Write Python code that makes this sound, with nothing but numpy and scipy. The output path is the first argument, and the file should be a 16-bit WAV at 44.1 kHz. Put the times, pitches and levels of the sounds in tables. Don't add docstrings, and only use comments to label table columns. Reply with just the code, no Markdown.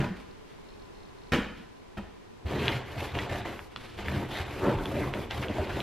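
import sys
import numpy as np
from scipy import signal
from scipy.fft import rfft, irfft, next_fast_len
from scipy.io import wavfile

SR = 44100
rng = np.random.default_rng(int(sys.argv[2]) if len(sys.argv) > 2 else 0)


def store_wav(level_fs):
    pcm = np.round(np.clip(np.atleast_2d(level_fs), -1, 1) * 32767)
    wavfile.write(sys.argv[1], SR, pcm.T.astype(np.int16))


N = 256662
T = np.arange(N) / SR

# [f/Hz, level/dB]
HUSH_COLOUR = [(15, -12), (33, -1), (47, -11), (80, -2.5), (125, -5), (160, -6.5), (300, -7), (600, -12.5),
               (900, -11), (1300, -15.5), (2100, -18), (4000, -24), (6000, -29.5), (9000, -36),
               (12500, -39.5), (15000, -52)]
# [f/Hz, width/Hz, lift/dB]
HUSH_DRONES = [(52.6, 9.7, 9.5), (414, 97, 6), (1014, 32, 8.5)]
# [t/s, level/dB]
HUSH_CHANGE = [(1.3, -0.5), (1.8, -2)]
HUSH_DB = -52
# [f/Hz, t60/s]
ROOM_DECAY = [(80, 0.63), (210, 0.67), (560, 0.52), (1500, 0.61), (3900, 0.57), (10000, 0.4)]
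# [f/Hz, level/dB]
HANDLING_WIDTH = [(50, -49), (110, -35), (200, -20), (380, -16.5), (700, -17), (1300, -21), (2600, -37),
                  (4400, -10), (8000, 0.5), (12000, -4)]
HUSH_WIDTH_BY_PITCH = [(40, -43), (110, 0), (220, 7.5), (500, 6), (1300, -1.5), (15000, 1)]

# [t/s, slap level/dB, thump level/dB, boom level/dB, contact time/s, spot's favoured f/Hz]
CUSHION_PATS = [(0.002, -35.5, -34.5, -25.5, 0.022, 215), (0.046, -44.5, -50, -41, 0.015, 300),
                (1.3318, -23, -26, -22.5, .0165, 142), (1.976, -37.5, -39, -38, 0.00792, 266)]
# [delay/contact times,
# rise/s, slap level/dB, thump level/dB, boom level/dB, ratio to the spot's f]
PAT_TOUCHES = [(-0.73, 0.0012, -3, -2.5, -7, 0.93), (0, 0.00014, -4.5, 1, -3.5, 0.79),
               (.6, 0.00021, -14.5, -0.5, -31, 0.63), (1.6, 0.002, -19, -23.5, -3.5, 2.1)]
# [f/Hz, level/dB, t60/s]
CUSHION_MODES = [(140, 6, 0.1), (179.7, -4, 0.55), (208.2, 3, 0.27), (296.7, -4, 0.22), (421.6, -5, 0.175),
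                 (586, -5, 0.11), (828, -4, 0.18), (978, 3, 0.12)]
# [f/Hz, level/dB]
SLAP_COLOUR = [(100, -14), (400, 1), (780, 0.5), (1050, 2.5), (1400, -1), (2100, 2.5), (3000, -1),
               (4000, -9), (6000, -17), (9000, -26.5), (15000, -30)]
THUMP_COLOUR = [(25, 3), (50, 15), (90, 13), (140, 0), (300, 8.5), (480, 4.5), (800, 0), (1500, -4),
                (4000, -44)]
# [f/Hz, width/Hz, lift/dB]
COVER_RESONANCES = [(795, 90, 1), (950, 100, -14), (1090, 170, -1.5), (1427, 120, 8.5), (1735, 310, 7)]
# [t/s, level/dB, f/Hz, cycles to the widest swing]
SEAT_THUDS = [(0.008, -26.5, 137, 2.07), (0.07, -32.5, 230, 2.4), (0.111, -30, 182, 1.7),
              (1.996, -34.5, 199, 2.1), (2.461, -29, 78.5, 0.92), (2.753, -26.5, 127, 1.82),
              (2.986, -30.5, 88, 0.84), (3.411, -35, 109, 1.2), (4.088, -29.5, 81.5, 1.5),
              (4.172, -25, 99, 0.84), (4.412, -30, 85, 1.05), (4.68, -26.5, 270, 2.88),
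              (4.709, -29, 126, 1.4), (4.753, -27.5, 98, 1), (4.785, -34, 35.8, 1), (5.5, -31.5, 92, 1.07),
              (5.602, -26, 85.5, 1.05)]
# [t/s, level/dB, time from the peak to 17 dB down/s]
CLOTH_BRUSHES = [(0.192, -48, 0.04), (0.51, -58, 0.064), (1.58, -54.5, 0.074), (3.88, -49, 0.21)]
# [f/Hz, level/dB]
CLOTH_COLOUR = [(60, 12), (200, 9), (450, 5), (800, 0), (1400, -1), (2800, 0), (4200, -6), (7000, -20),
                (12000, -22), (15000, -38)]
# [t/s, level/dB]
LINK_TOUCHES = [(0.311, -55), (0.688, -53), (0.703, -54), (0.72, -58), (0.737, -56), (0.754, -59),
                (0.797, -57), (0.821, -54), (0.853, -59), (0.951, -57), (0.97, -61), (0.984, -60),
                (1.003, -56), (1.032, -55), (1.053, -54), (1.087, -58), (1.185, -56), (1.217, -58),
                (1.236, -57), (1.27, -56), (1.297, -60), (1.769, -60), (1.8, -62)]
# [f/Hz, level/dB, t60/s]
LINK_RING = [(4200, 5, 0.021), (5200, -1, 0.02), (3800, 5, .012)]

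# [start t/s, length/s, fastest point as a share of the length,
# speed level/dB, weight level/dB, extra fizz level from the nap/dB]
ROLLER_STROKES = [(2.453, 0.12, 0.7, -39, -35, -3), (2.579, 0.19, 0.38, -35.5, -34, 1),
                  (2.852, 0.28, 0.56, -46, -42, 5), (2.973, 0.084, 0.38, -37.5, -38, 4),
                  (3.134, 0.1, 0.53, -36.5, -34, -2), (3.29, 0.097, 0.39, -37, -34, 1),
                  (3.447, 0.089, 0.12, -39.5, -38, 0), (3.526, 0.13, 0.067, -57, -50.5, 16),
                  (3.97, 0.027, 0.99, -39, -36.5, -2), (4.041, 0.2, 0.42, -40, -36, 2.5),
                  (4.284, 0.13, 0.8, -38.5, -38, 5), (4.45, 0.29, 0.79, -42, -35.5, 3),
                  (4.77, 0.32, 0.7, -43.5, -33.5, 6.5), (5.127, .11, 0.34, -42.5, -34.5, 3.5),
                  (5.297, 0.064, 0.4, -38, -41.5, 1), (5.339, 0.11, 0.7, -42, -33, 5),
                  (5.488, 0.16, 0.68, -40.5, -37.5, 0.5), (5.678, 0.2, 0.49, -40.5, -35, 2.5)]
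# [f/Hz, level/dB]
PEEL_COLOUR = [(300, -17), (800, 5.5), (1300, 0), (1900, 2), (2600, 0), (3300, -3), (4200, -8.5),
               (5500, -17.5), (8000, -24), (12000, -65)]
DRUM_COLOUR = [(70, -12), (130, 9.5), (165, -25), (205, 5.5), (280, -1.5), (420, 0), (600, 0.5), (950, -6),
               (1300, -6.5), (2200, -14.5), (5000, -33)]
SEAT_COLOUR = [(18, -15), (35, -1), (55, -1.5), (78, 6.5), (105, 2.5), (130, 4), (165, -11), (300, -28),
               (700, -61)]
FIZZ_COLOUR = [(2500, -9), (4500, 13), (7000, 5), (9500, 1.5), (11500, 10.5), (12600, 5.5), (13700, -10),
               (15200, -17)]
# [f/Hz, width/Hz, lift/dB]
ROLLER_RESONANCES = [(133, 12, 2), (198, 29, 7), (296, 9.7, 9), (385, 140, 8.5), (557, 37, 6), (711, 32, 7),
                     (922, 76, 7.5)]
STROKE_ATTACK_S, STROKE_RELEASE_S, SLOWING_DB = 0.0081, 0.037, 7
SEAT_LEAD_S, SEAT_RELEASE_S, EASING_DB = 0.0076, 0.11, 8.5
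FIZZ_RUN_OUT_S, FIZZ_ARCH = 0.029, 0.36
PEEL_DB, TUFT_DB, FIZZ_DB, DRUM_DB, SEAT_DB = -2, -14, -22, -3, -3

# [t/s, crack level/dB, f/Hz, half length of the crack/cycles, ring level/dB]
AXLE_CLICKS = [(2.467, -28, 2800, 0.82, -11), (2.6815, -2, 3120, 0.7, -9.5), (3.153, -20, 2500, 1.2, -16),
               (3.189, -10, 2400, 0.49, -9), (3.5928, -19, 1880, 0.45, -13), (3.7618, -30, 2900, 1.3, 9),
               (3.989, -21, 2100, 0.3, -18), (4.0843, -17.5, 2050, 0.83, -11),
               (4.788, -26, 2350, 0.28, -11), (4.8573, -19, 2200, 0.31, -0.5),
               (5.1387, -11.5, 2150, 0.55, -11.5), (5.31, -10.5, 2600, 0.17, -12),
               (5.4354, -26, 2300, 1.4, -13), (5.4844, -21, 3020, 1.4, -11), (5.511, -26, 1600, 0.51, -14),
               (5.6725, -21.5, 1900, 0.37, -9), (5.804, -13.5, 3250, 1.0, -10)]
# [f/Hz, level/dB, t60/s]
HANDLE_RING = [(1094, -17, 0.044), (1410, -13, .018), (1940, -23, 0.014), (2600, -26.5, 0.015),
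               (2930, -6.5, 0.016), (3420, -3, 0.015), (4050, -12, 0.017)]
# [start t/s, length/s, level/dB, first f/Hz, last f/Hz]
RIB_WHIRRS = [(2.524, 0.12, -40, 336, 450), (2.907, .1, -49, 604, 730), (3.273, 0.12, -43, 545, 745),
              (3.445, 0.055, -54, 393, 476), (4.611, 0.14, -33.5, 590, 484), (4.674, 0.095, -38, 946, 865),
              (4.898, 0.13, -38.5, 540, 617), (5.022, .07, -43, 980, 1100), (5.485, 0.036, -40.5, 626, 540),
              (5.58, 0.036, -34, 567, 636)]
# [t/s, level/dB, time from the peak to 17 dB down/s, brightness/dB per octave]
FIRM_PUSHES = [(2.592, -33, 0.14, 0.5), (2.706, -39.5, 0.043, 10), (3.174, -37.5, 0.022, 1),
               (3.48, -37, 0.039, 5.5), (4.174, -34, 0.096, -3.5), (4.647, -32, 0.063, 6),
               (4.682, -28, 0.047, 1), (4.803, -33.5, 0.027, 6.5), (4.995, -33, 0.13, 0),
               (5.408, -44, 0.035, -8), (5.504, -34.5, 0.02, -3), (5.61, -35.5, 0.044, 5),
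               (5.77, -38.5, 0.056, 1.5)]
# [f/Hz, level/dB]
GRIND_COLOUR = [(80, -39), (128, 15.5), (160, 3.5), (250, 8.5), (370, 1.5), (480, -4), (650, -11),
                (1000, -13), (1500, -13), (3000, -53)]
# [start t/s, length/s, level/dB, centre f/Hz]
TAPE_RASPS = [(2.661, 0.052, -42, 1880), (4.3, 0.1, -44, 3270), (4.334, 0.094, -45, 1920),
              (4.62, 0.097, -46.5, 1480), (5.303, 0.025, -44, 2570), (5.423, 0.029, -39, 2350),
              (5.692, 0.027, -45, 1500), (5.75, 0.026, -50, 2330)]
# [t/s, level/dB, f/Hz, t60/s]
CORE_KNOCKS = [(3.153, -37, 620, .015), (3.7617, -33.5, 1240, 0.012), (4.0837, -24.5, 1770, 0.013),
               (4.786, -28, 950, 0.02), (5.3095, -38, 795, 0.0065), (5.4832, -26, 553, 0.017),
               (5.584, -22, 750, .012), (5.6708, -36, 1000, .008)]


def amp(db):
    return 10 ** (np.asarray(db) / 20)


def unit(x):
    return x / np.sqrt(np.mean(x ** 2) + 1e-20)


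def read(points, hz):
    f, value = np.transpose(points)
    return np.interp(np.log(hz + 1), np.log(f), value)


def tint(x, points):
    size = next_fast_len(N + 8192, True)
    gain = amp(read(points, np.fft.rfftfreq(size, 1 / SR)))
    return irfft(rfft(x, size) * gain, size)[..., :N]


def lifts(peaks):
    hz = np.geomspace(50, 2000, 800)
    humps = sum(db / (1 + (2 * (hz - f) / width) ** 2) for f, width, db in peaks)
    return np.transpose([hz, humps])


def hiss(points):
    return unit(tint(rng.standard_normal((2, N)), points))


def wander(hz):
    smooth = 1 / (1 + (np.fft.rfftfreq(N, 1 / SR) / hz) ** 4)
    return unit(irfft(rfft(rng.standard_normal(N)) * smooth, N))


def grains(per_s, spread_db):
    size = amp(spread_db * np.minimum(rng.exponential(1, (2, N)), 4))
    sign = rng.choice([-1, 1], (2, N))
    present = rng.random((2, N)) < per_s / SR
    return size * sign * present


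def ring(modes, t):
    return sum(amp(db - 60 * t / t60) * np.sin(2 * np.pi * hz * t) for hz, db, t60 in modes)


def resonate(x, hz, width):
    turn = np.exp(2j * np.pi * np.cumsum(hz * np.ones(len(x))) / SR)
    r = np.exp(-np.pi * width / SR)
    return 2 * (turn * signal.lfilter([1 - r], [1, -r], x / turn)).real


def swells(rows):
    return sum(amp(db) * np.exp(-((T - s) / length) ** 2 * 2) for s, db, length in rows)


def add(mix, s, sound):
    at = round(s * SR)
    sound = sound[max(-at, 0):]
    part = mix[max(at, 0):][:len(sound)]
    part += sound[:len(part)]


def room(x, wet_db, build_s=0.0044, turn_s=0.016, count=3):
    t, out = T[:SR], x
    for k in range(count):
        share = np.sqrt(np.maximum(1 - abs((T / turn_s + k) % count - 1), 0))
        noise = rng.standard_normal((2, SR)) * (1 - np.exp(-(t / build_s) ** 2))
        hz, at, z = signal.stft(noise, SR, nperseg=256)
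        decay = amp(-60 * at / read(ROOM_DECAY, hz)[:, None])
        tail = signal.istft(z * decay, SR, nperseg=256)[1]
        tail = tail / np.linalg.norm(tail[0])
        out = out + amp(wet_db) * signal.fftconvolve(x[:1] * share, tail, axes=1)[:, :N]
    return out


def dapple(x, patchy_db, patch_hz, patch_s):
    z = signal.stft(x, SR, nperseg=256, noverlap=192)[2]
    across = np.fft.fftfreq(z.shape[1], SR / 256)[:, None]
    along = np.fft.fftfreq(z.shape[2], 64 / SR)
    smooth = np.exp(-(across * patch_hz) ** 2 - (along * patch_s) ** 2)
    patches = np.fft.ifft2(np.fft.fft2(rng.standard_normal(z.shape[1:])) * smooth).real
    gain = unit(amp(patchy_db * unit(patches)))
    return signal.istft(z * gain, SR, nperseg=256, noverlap=192)[1][:, :N]


def room_tone():
    level_db = HUSH_DB + np.interp(T, *np.transpose(HUSH_CHANGE))
    return amp(level_db) * unit(tint(hiss(HUSH_COLOUR), lifts(HUSH_DRONES)))


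def pats(boom_rise_s=0.00014, aim_db=7):
    slap, thump, boom, t = np.zeros(N), np.zeros(N), np.zeros((2, N)), T[:SR // 2]
    for s, slap_db, thump_db, boom_db, contact, spot_hz in CUSHION_PATS:
        for delay, rise_s, part_slap_db, part_thump_db, part_boom_db, ratio in PAT_TOUCHES:
            at = s + delay * contact
            press = (1 - np.exp(-t / rise_s)) * np.exp(-t / contact)
            add(slap, at, amp(slap_db + part_slap_db) * press)
            add(thump, at, amp(thump_db + part_thump_db) * press)
            modes = [(hz, db - aim_db * abs(np.log2(hz / (spot_hz * ratio))), t60)
                     for hz, db, t60 in CUSHION_MODES]
            boom_rise = 1 - np.exp(-t / (boom_rise_s + rise_s))
            add(boom[0], at, amp(boom_db + part_boom_db) * ring(modes, t) * boom_rise)
    cover = tint(grains(per_s=4000, spread_db=3.5), SLAP_COLOUR)
    cover = unit(tint(cover, lifts(COVER_RESONANCES)))
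    smack = room(slap * cover + thump * hiss(THUMP_COLOUR), wet_db=-4.0)
    return dapple(smack, patchy_db=1.44, patch_hz=500, patch_s=0.023) + room(boom, wet_db=-10.5)


def thuds():
    out, t = np.zeros((2, N)), T[:SR // 3]
    for s, db, hz, swell_cycles in SEAT_THUDS:
        swell_s = swell_cycles / hz
        swell = t / swell_s * np.exp(1 - t / swell_s)
        add(out[0], s - swell_s, amp(db) * swell * np.sin(2 * np.pi * hz * t))
    return out


def clothes(uneven_db=3):
    return room(swells(CLOTH_BRUSHES) * amp(uneven_db * wander(31)) * hiss(CLOTH_COLOUR), wet_db=-5.5)


def bracelet(rise_s=0.00056):
    out, t = np.zeros((2, N)), T[:4000]
    link = ring(LINK_RING, t) * (1 - np.exp(-t / rise_s))
    for s, db in LINK_TOUCHES:
        add(out[0], s, amp(db) * link)
    return room(out, wet_db=-18)


def stroke(start, length, crest, release_s, slope_db):
    t = T - start
    attack = np.clip(t / STROKE_ATTACK_S, 0, 1)
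    hold = amp(-slope_db * abs(np.clip(t / length, 0, 1) - crest))
    return attack * hold * np.exp(-np.maximum(t - length, 0) / release_s)


def arm():
    power = np.zeros((4, N))
    for s, length, crest, speed_db, weight_db, nap_db in ROLLER_STROKES:
        roll = stroke(s, length, crest, STROKE_RELEASE_S, SLOWING_DB)
        lean = stroke(s - SEAT_LEAD_S, length, crest, SEAT_RELEASE_S, EASING_DB)
        progress = np.clip((T - s) / (length + FIZZ_RUN_OUT_S), 0, 1)
        arch = abs(np.sin(np.pi * progress)) ** FIZZ_ARCH
        power += np.square([amp(speed_db) * roll, amp(speed_db + nap_db) * arch,
                            amp(weight_db) * roll, amp(weight_db) * lean])
    return np.sqrt(power)


def roller(tack_db=1.5, ribs_db=2):
    speed, fizz, drum, weight = arm()
    tack = unit(amp(tack_db * wander(80)))
    fibres = amp(PEEL_DB) * tack * unit(tint(grains(per_s=3200, spread_db=0.0), PEEL_COLOUR))
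    tufts = amp(TUFT_DB) * unit(tint(grains(per_s=170, spread_db=-1.5), PEEL_COLOUR))
    bumps = amp(ribs_db * wander(40)) * grains(per_s=1500, spread_db=2.5)
    core = unit(tint(tint(bumps, DRUM_COLOUR), lifts(ROLLER_RESONANCES)))
    core = amp(DRUM_DB) * drum * core
    pile = unit(tack * tint(grains(per_s=9000, spread_db=-4.5), FIZZ_COLOUR))
    pile = amp(FIZZ_DB) * fizz * pile
    seat = amp(SEAT_DB) * weight * unit(tint(hiss(SEAT_COLOUR), lifts(ROLLER_RESONANCES)))
    rolling = room(speed * (fibres + tufts) + core, wet_db=-5.0)
    return dapple(rolling, patchy_db=2.0, patch_hz=700, patch_s=0.034) + pile + seat


def axle(aim_db=4, scatter_db=5.5, echo_s=0.009, echo_db=-12):
    out, lead_s = np.zeros((2, N)), 0.001
    t = T[:2000] - lead_s
    for s, db, hz, cycles, ring_db in AXLE_CLICKS:
        crack = amp(db) * np.exp(-(t * hz / cycles) ** 2) * np.cos(2 * np.pi * hz * t)
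        luck = rng.standard_normal(len(HANDLE_RING))
        modes = [(f, mode_db - aim_db * abs(np.log2(f / hz)) + scatter_db * chance, t60)
                 for (f, mode_db, t60), chance in zip(HANDLE_RING, luck)]
        click = crack + amp(db + ring_db) * ring(modes, np.maximum(t, 0))
        add(out[0], s - lead_s, click)
        add(out[0], s - lead_s + echo_s, amp(echo_db) * click)
    duller = [(3400, -6.5), (4400, -3.5), (5600, -4), (8000, -16), (12000, -34)]  # f/Hz, level/dB
    return room(tint(out, duller), wet_db=-16.0)


def whirrs(width_hz=120, taper=0.52):
    out = np.zeros((2, N))
    bumps = grains(per_s=1900, spread_db=-1.5)[0]
    for s, length, db, from_hz, to_hz in RIB_WHIRRS:
        part = bumps[round(s * SR):][:round(length * SR)]
        hz = np.linspace(from_hz, to_hz, len(part))
        tone = resonate(resonate(part, hz, width_hz), hz, width_hz)
        add(out[0], s, amp(db) * unit(tone) * signal.windows.tukey(len(part), taper))
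    return room(out, wet_db=-7)


def grinds():
    slips = grains(per_s=2400, spread_db=2.5)
    rub, out = tint(tint(slips, GRIND_COLOUR), lifts(ROLLER_RESONANCES)), np.zeros((2, N))
    for s, db, length, tilt in FIRM_PUSHES:
        slope = [(150, 0), (1200, tilt * np.log2(1200 / 150))]
        out += swells([(s, db, length)]) * unit(tint(rub, slope))
    return room(out, wet_db=-5.5)


def rasps(width_hz=1500, slips_per_s=230, slip_share=0.65, uneven=0.42, taper=0.4):
    out = np.zeros((2, N))
    slips = np.cumsum(slips_per_s * np.exp(uneven * wander(90))) / SR
    tear = np.exp(-(slips % 1) / slip_share) * grains(per_s=11000, spread_db=3.0)[0]
    for s, length, db, hz in TAPE_RASPS:
        part = tear[round(s * SR):][:round(length * SR)]
        rasp = resonate(resonate(part, hz, width_hz), hz, width_hz)
        add(out[0], s, amp(db) * unit(rasp) * signal.windows.tukey(len(part), taper))
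    return room(tint(out, [(500, -5), (1400, 5.0), (4200, -2.0), (6000, -12)]), wet_db=-8)


def knocks():
    out = np.zeros((2, N))
    for s, db, hz, t60 in CORE_KNOCKS:
        add(out[0], s, ring([(hz, db, t60)], T[:3000]))
    return room(out, wet_db=-5)


def scene():
    far = room_tone()
    near = pats() + thuds() + clothes() + bracelet()
    near = near + roller() + axle() + whirrs() + grinds() + rasps() + knocks()
    mid = near[0] + far[0]
    side = tint(near[1], HANDLING_WIDTH) + tint(far[1], HUSH_WIDTH_BY_PITCH)
    return np.array([mid + side, mid - side])


def record(dry):
    low_pass = signal.firwin(511, 15200, window=("kaiser", 9), fs=SR)
    return signal.oaconvolve(dry, low_pass[None], "same")


dry = scene()
out = record(dry)
store_wav(out)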